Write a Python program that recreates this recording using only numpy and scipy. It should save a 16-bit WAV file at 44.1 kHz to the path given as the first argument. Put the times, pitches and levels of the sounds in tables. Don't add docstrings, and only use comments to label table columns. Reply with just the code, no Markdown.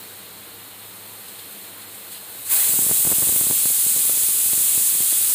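import sys
import numpy as np
from scipy import signal
from scipy.fft import rfft, irfft
from scipy.io import wavfile

SR = 44100
rng = np.random.default_rng(int(sys.argv[2]) if len(sys.argv) > 2 else 0)


def level_to_linear(level):
    exponent = np.asarray(level, float) / 20
    return 10 ** exponent


def file_out(sig):
    cols = np.atleast_2d(sig).T
    lim = np.clip(cols, -1, 1)
    pcm = np.round(lim * 32767).astype(np.int16)
    wavfile.write(sys.argv[1], SR, pcm)


N = 235641
TIME = np.arange(N) / SR
HZ = np.fft.rfftfreq(N, 1 / SR) + 1e-3


def rms_one(x):
    return x / np.sqrt(np.mean(x ** 2) + 1e-20)


def in_time(rows):
    s, *columns = np.transpose(rows)
    return [np.interp(TIME, s, column) for column in columns]


def drift(rate_hz):
    pole = np.exp(-80 * np.pi * rate_hz / SR)
    noise = rng.standard_normal(N // 40 + 2002)
    slow = signal.lfilter([1], [1, -2 * pole, pole * pole], noise)[2000:]
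    return np.interp(np.arange(N) / 40, np.arange(len(slow)), rms_one(slow))


def resonance(hz, width_hz):
    return 1 / np.sqrt(1 + (2 * (HZ - hz) / width_hz) ** 2)


def hiss(colour, rings, patchy_db, shape_db):
    hz, db = np.transpose(colour)
    gain = level_to_linear(np.interp(np.log(HZ), np.log(hz), db))
    ridges = sum(level_to_linear(lift_db) * resonance(ring_hz, width_hz) ** 2 for ring_hz, width_hz, lift_db in rings)
    gain = gain * (1 + ridges)
    spectrum = rfft(rng.standard_normal(N)) * gain
    out = 0
    together = drift(3.9)
    half_octave = np.clip(2 * np.log2(HZ / 500), 0, 10)
    for k in range(11):
        band = irfft(spectrum * np.clip(1 - abs(half_octave - k), 0, 1), N)
        flicker_db = patchy_db * (0.29 * together + 1.36 * drift(15.0))
        out = out + band * level_to_linear(flicker_db + shape_db(500 * 2 ** (k / 2)))
    return out / np.sqrt(2 * np.sum(gain ** 2) / N)


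# (time [s], level [dB])
SEEP_LEVEL = [
    (0.0, -38.5),
    (0.3, -40.5),
    (0.75, -40.5),
    (1.2, -38.5),
    (1.65, -37.5),
    (1.73, -39.5),
    (2.05, -37),
    (2.25, -37.5),
    (2.46, -33),
]
# (frequency [Hz], density [dB per Hz])
SEEP_SPECTRUM = [(1500, -20.5), (2500, -10.5), (3400, -3.5), (4250, 1), (4600, -2.5), (5200, -5.5),
                 (5950, -9), (6300, -4), (7700, 2.5), (8500, 6), (10600, 5), (12000, 8), (14000, 6.5),
                 (15500, 4)]
# (frequency [Hz], width [Hz], lift [dB])
SEEP_RESONANCES = [(3640, 60, -4), (3830, 60, -3), (4100, 110, -2), (4300, 100, -4), (8640, 170, -2),
                   (12060, 60, -5), (13200, 90, -6), (14560, 110, -6), (15350, 400, -2)]


def seep():
    level_db, = in_time(SEEP_LEVEL)
    lid_start_db, lid_fade_db_per_s = 3.5, 1.34
    lid_db = lid_start_db - lid_fade_db_per_s * TIME
    seated = np.clip((2.52 - TIME) / 0.1, 0, 1)
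    noise = hiss(SEEP_SPECTRUM, SEEP_RESONANCES, 0.35, lambda hz: lid_db * (hz < 6000))
    return seated * level_to_linear(level_db) * noise


def kitchen(x):
    t60_s, tail_db, wall_cut_hz = 0.4, -7, 6700
    s = np.arange(SR // 2) / SR
    tail = rng.standard_normal(len(s)) * level_to_linear(-60 * s / t60_s) * (s > 0.002)
    tail = level_to_linear(tail_db) * tail / np.sqrt(np.sum(tail ** 2))
    tail = signal.lfilter(*signal.butter(2, wall_cut_hz, fs=SR), tail)
    return x + signal.fftconvolve(x, tail)[:N]


# (frequency [Hz], density [dB per Hz])
FLAME_SPECTRUM = [(18, -63), (30, -31), (69, -34), (93, -6.5), (140, -8.5), (210, 0), (239, -17), (266, -3),
                  (455, -4.5), (601, -5.5), (3330, -7.5), (4120, -8), (5000, -25), (6500, -37),
                  (11000, -120)]
# (frequency [Hz], width [Hz], level [dB])
ROOM_MODES = [
    (68.6, 6.9, -72.5),
    (100, 14, -69),
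    (205, 18, -62.5),
    (363, 8.3, -77),
    (462, 46, -60.5),
    (806, 12, -67),
]


def burner():
    hum = 0
    for hz, width_hz, db in ROOM_MODES:
        mode = irfft(rfft(rng.standard_normal(N)) * resonance(hz, width_hz) ** 2, N)
        hum = hum + level_to_linear(db) * rms_one(mode)
    mains_hz, mains_db, flame_db = 102.5, -59, -45.5
    hum = hum + level_to_linear(mains_db + 2.0 * drift(1.6)) * np.sin(2 * np.pi * mains_hz * TIME)
    flame = level_to_linear(flame_db) * hiss(FLAME_SPECTRUM, [], 0.75, lambda hz: 0)
    duck_db = -4.5
    duck = level_to_linear(duck_db * np.clip((TIME - 2.47) / 0.097, 0, 1))
    return duck * (hum + flame)


# (time [s], level [dB], length [ms], lid band [dB])
PUFFS = [
    (1.29, -40, 33, 15),
    (1.395, -42, 20, 20),
    (1.82, -42, 37, 16.5),
    (1.95, -39.5, 28, 4),
    (2.125, -37.5, 41, 10),
    (2.16, -41.5, 71, 19),
    (2.26, -46, 30, 10),
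]


def spits():
    gain = sum(level_to_linear(db) * np.exp(-((TIME - s) / ms * 2000.0) ** 2) for s, db, ms, _ in PUFFS)
    distance_s = [abs(TIME[::64] - row[0]) for row in PUFFS]
    nearest = np.argmin(distance_s, axis=0).repeat(64)[:N]
    return gain, np.array(PUFFS)[nearest, 3]


# (time [s], level [dB], wet surge [0-1])
JET_LEVEL = [
    (2.3, -60, 0.0),
    (2.44, -40, 0.3),
    (2.46, -29.5, 0.8),
    (2.49, -27, 0.8),
    (2.518, -17.2, 0.92),
    (2.6, -17.5, 0.81),
    (2.67, -18, 0.45),
    (2.8, -17.5, 0.02),
    (5.34, -17, 0.1),
]
# (frequency [Hz], density [dB per Hz])
JET_SPECTRUM = [(150, -49), (400, -26), (800, -23), (1500, -20.5), (2300, -17.5), (3500, -13), (4300, -12),
                (4600, -12.5), (5750, -14), (6300, -9.5), (8200, 3), (10700, 1.5), (11800, -2),
                (15400, -1.5)]
# (frequency [Hz], width [Hz], lift [dB])
JET_RESONANCES = [(2590, 80, -6), (3345, 30, -2), (3630, 110, -6), (4100, 60, -6), (4239, 30, -6),
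                  (6302, 30, -2), (6550, 90, -6), (7047, 30, -4), (7624, 60, -7), (8137, 50, -5),
                  (9151, 55, -7), (10074, 40, -7), (10438, 40, -8), (11030, 200, -8)]


def jet():
    puff_gain, puff_lid_db = spits()
    level_db, surge = in_time(JET_LEVEL)
    lifting = TIME > JET_LEVEL[0][0]
    surge_body_db, surge_lid_db, steady_lid_db = 11.5, 3.5, 1.4
    lid_db = np.where(lifting, steady_lid_db + surge_lid_db * surge, puff_lid_db)
    open_s, top_steady_db, top_extra_db, top_fade_s = 2.49, 4.3, 5, 0.37
    since_open_s = np.maximum(TIME - open_s, 0)
    top_db = (TIME > open_s) * (top_steady_db + top_extra_db * np.exp(-since_open_s / top_fade_s))

    def shape_db(hz):
        body = surge_body_db * surge * (hz < 2500)
        return body + lid_db * (2500 < hz < 5000) + top_db * (hz > 12000)

    return (level_to_linear(level_db) * lifting + puff_gain) * hiss(JET_SPECTRUM, JET_RESONANCES, 0.48, shape_db)


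def eddy(width_ms, lead, rebound):
    ms = np.arange(-350, 500) / SR * 1e3
    snap = 0.5 + 0.5 * np.tanh(ms / (0.091 * width_ms))
    after = np.maximum(ms, 0) / width_ms
    leak = 1.11 * np.exp(-after / 0.98)
    swing = (0.1 + 0.99 * rebound) * after ** 2 * np.exp(-after / 1.12)
    approach = lead * np.exp(np.minimum(ms, 0) / 2.8)
    return snap * (leak - swing) - (1 - snap) * approach


# (time [s], peak [dB], turn [+-1], width [ms])
BIG_EDDIES = [(2.676, -23, 1, 0.29), (2.6939, -23.5, 1, 0.83), (2.739, -23, 1, 0.68),
              (2.7893, -19.5, -1, 0.92), (2.791, -16, 1, 0.94), (2.8224, -23, 1, 1), (2.8664, -20, 1, 1.0),
              (2.8943, -21, 1, 0.7), (2.9121, -14, 1, 0.92), (2.9159, -18, -1, 0.46),
              (3.0511, -19.5, 1, 0.96), (3.0682, -19, 1, 0.87), (3.0744, -15, 1, 1.1),
              (3.0923, -19, -1, 0.5), (3.1047, -20, -1, 0.58), (3.1168, -14, -1, 0.64),
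              (3.1247, -15, 1, 0.6), (3.1333, -24, 1, 1.4), (3.185, -22.5, 1, 1.4), (3.2223, -17, 1, 0.33),
              (3.2269, -21, -1, 1.4), (3.231, -20.5, 1, 0.8), (3.273, -20.5, 1, 0.7),
              (3.2897, -19, 1, 0.88), (3.2969, -20.5, -1, 0.89), (3.325, -21.5, 1, 0.87),
              (3.3619, -19.5, -1, 0.88), (3.412, -17.5, 1, 0.93), (3.4693, -20, 1, 0.89),
              (3.44, -29, -1, 0.96)]
# (time [s], peak [dB], turn [+-1], width [ms])
LATE_EDDIES = [(3.5021, -20, -1, 0.93), (3.5103, -14.5, -1, 0.74), (3.5118, -20, 1, 0.61),
               (3.5252, -26, -1, 0.66), (3.657, -18, 1, 0.86), (3.7057, -27, 1, 0.77),
               (3.7144, -32, -1, 0.96), (3.8666, -25, 1, 1.2), (3.902, -29, -1, 0.55),
               (3.964, -22.5, 1, 1.1), (3.977, -25, -1, 0.5), (3.9938, -27, 1, 0.7),
               (4.0533, -26, -1, 0.55), (4.0954, -30, 1, 0.5), (4.096, -20, -1, 0.55),
               (4.0971, -24, 1, 0.5), (4.174, -26.5, -1, 0.71), (4.234, -28, 1, 0.81),
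               (4.289, -26, -1, 0.64), (4.4605, -30, 1, 1.5), (4.5331, -21.5, -1, 1.0),
               (4.5778, -25.5, 1, 0.8), (4.6083, -32, 1, 1.7), (4.7504, -29, 1, 0.9),
               (4.778, -22.5, -1, 1.04), (4.9511, -27.5, -1, 0.7), (5.0057, -21.5, 1, 0.95),
               (5.1259, -25, -1, 0.5), (5.129, -24.5, -1, 0.45), (5.2105, -29, -1, 0.44)]
# (time [s], level [dB])
PATTER_LEVEL = [
    (2.6, -49),
    (2.68, -38),
    (2.8, -40),
    (3.05, -40),
    (3.45, -37.5),
    (3.65, -45),
    (4.2, -46),
    (5.34, -46.5),
]


def thumps():
    out = np.zeros(N + 850)
    for s, db, turn, width_ms in BIG_EDDIES + LATE_EDDIES:
        at = round(s * SR)
        out[at:at + 850] += np.sign(turn) * level_to_linear(db) * eddy(width_ms, lead=0.13, rebound=0.12)
    level_db, = in_time(PATTER_LEVEL)
    patter_per_s = 220
    for width_ms in (0.55, 1.1):
        spread_db = 4.1 * np.minimum(rng.exponential(1, N), 2.5)
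        sizes = level_to_linear(level_db + spread_db) * rng.choice([-1, 1], N)
        born = (rng.random(N) < patter_per_s / 2 / SR) * (TIME > PATTER_LEVEL[0][0])
        out[:N + 849] += signal.fftconvolve(sizes * born, eddy(width_ms, lead=0.28, rebound=0.1))
    return signal.lfilter(*signal.butter(1, 45, "high", fs=SR), out[350:N + 350])


def scene():
    mono = kitchen(seep() + jet()) + thumps() + burner()
    return np.array([mono, mono])


def top_cut(x):
    return signal.sosfilt(signal.butter(12, 16840, fs=SR, output="sos"), x)


# (time [s], low edge [Hz], high edge [Hz])
STEREO_SPLITS = [(0.15, 13049, 14513), (0.314, 11025, 12446), (0.614, 13049, 14470), (0.615, 9646, 11714),
                 (0.616, 4177, 6287), (0.882, 4220, 6287), (0.917, 8957, 11714), (1.589, 10292, 11714),
                 (1.846, 12360, 13824), (1.868, 4220, 7579), (1.87, 8914, 11068), (3.168, 10292, 11714),
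                 (4.142, 7536, 11068), (4.91, 6890, 8268), (4.936, 4177, 5684)]


def record(dry):
    cutoff_hz = 15500
    mid = irfft(rfft(dry[0]) * (HZ < cutoff_hz), N)
    side = np.zeros(N)
    frame_hz = np.fft.rfftfreq(2048, 1 / SR)
    turn = np.pi / 4 * signal.windows.kaiser_bessel_derived(2048, 4 * np.pi)
    for s, low_hz, high_hz in STEREO_SPLITS:
        centre = round(s * SR)
        at = slice(centre - 1024, centre + 1024)
        inside = (frame_hz > low_hz + 60) * (frame_hz < high_hz - 20)
        band = irfft(rfft(mid[at]) * inside)
        mid[at] += band * (np.cos(turn) - 1)
        side[at] += np.roll(band, 211) * np.sin(turn)
    return top_cut(np.array([mid + side, mid - side]))


dry = scene()
out = record(dry)
file_out(out)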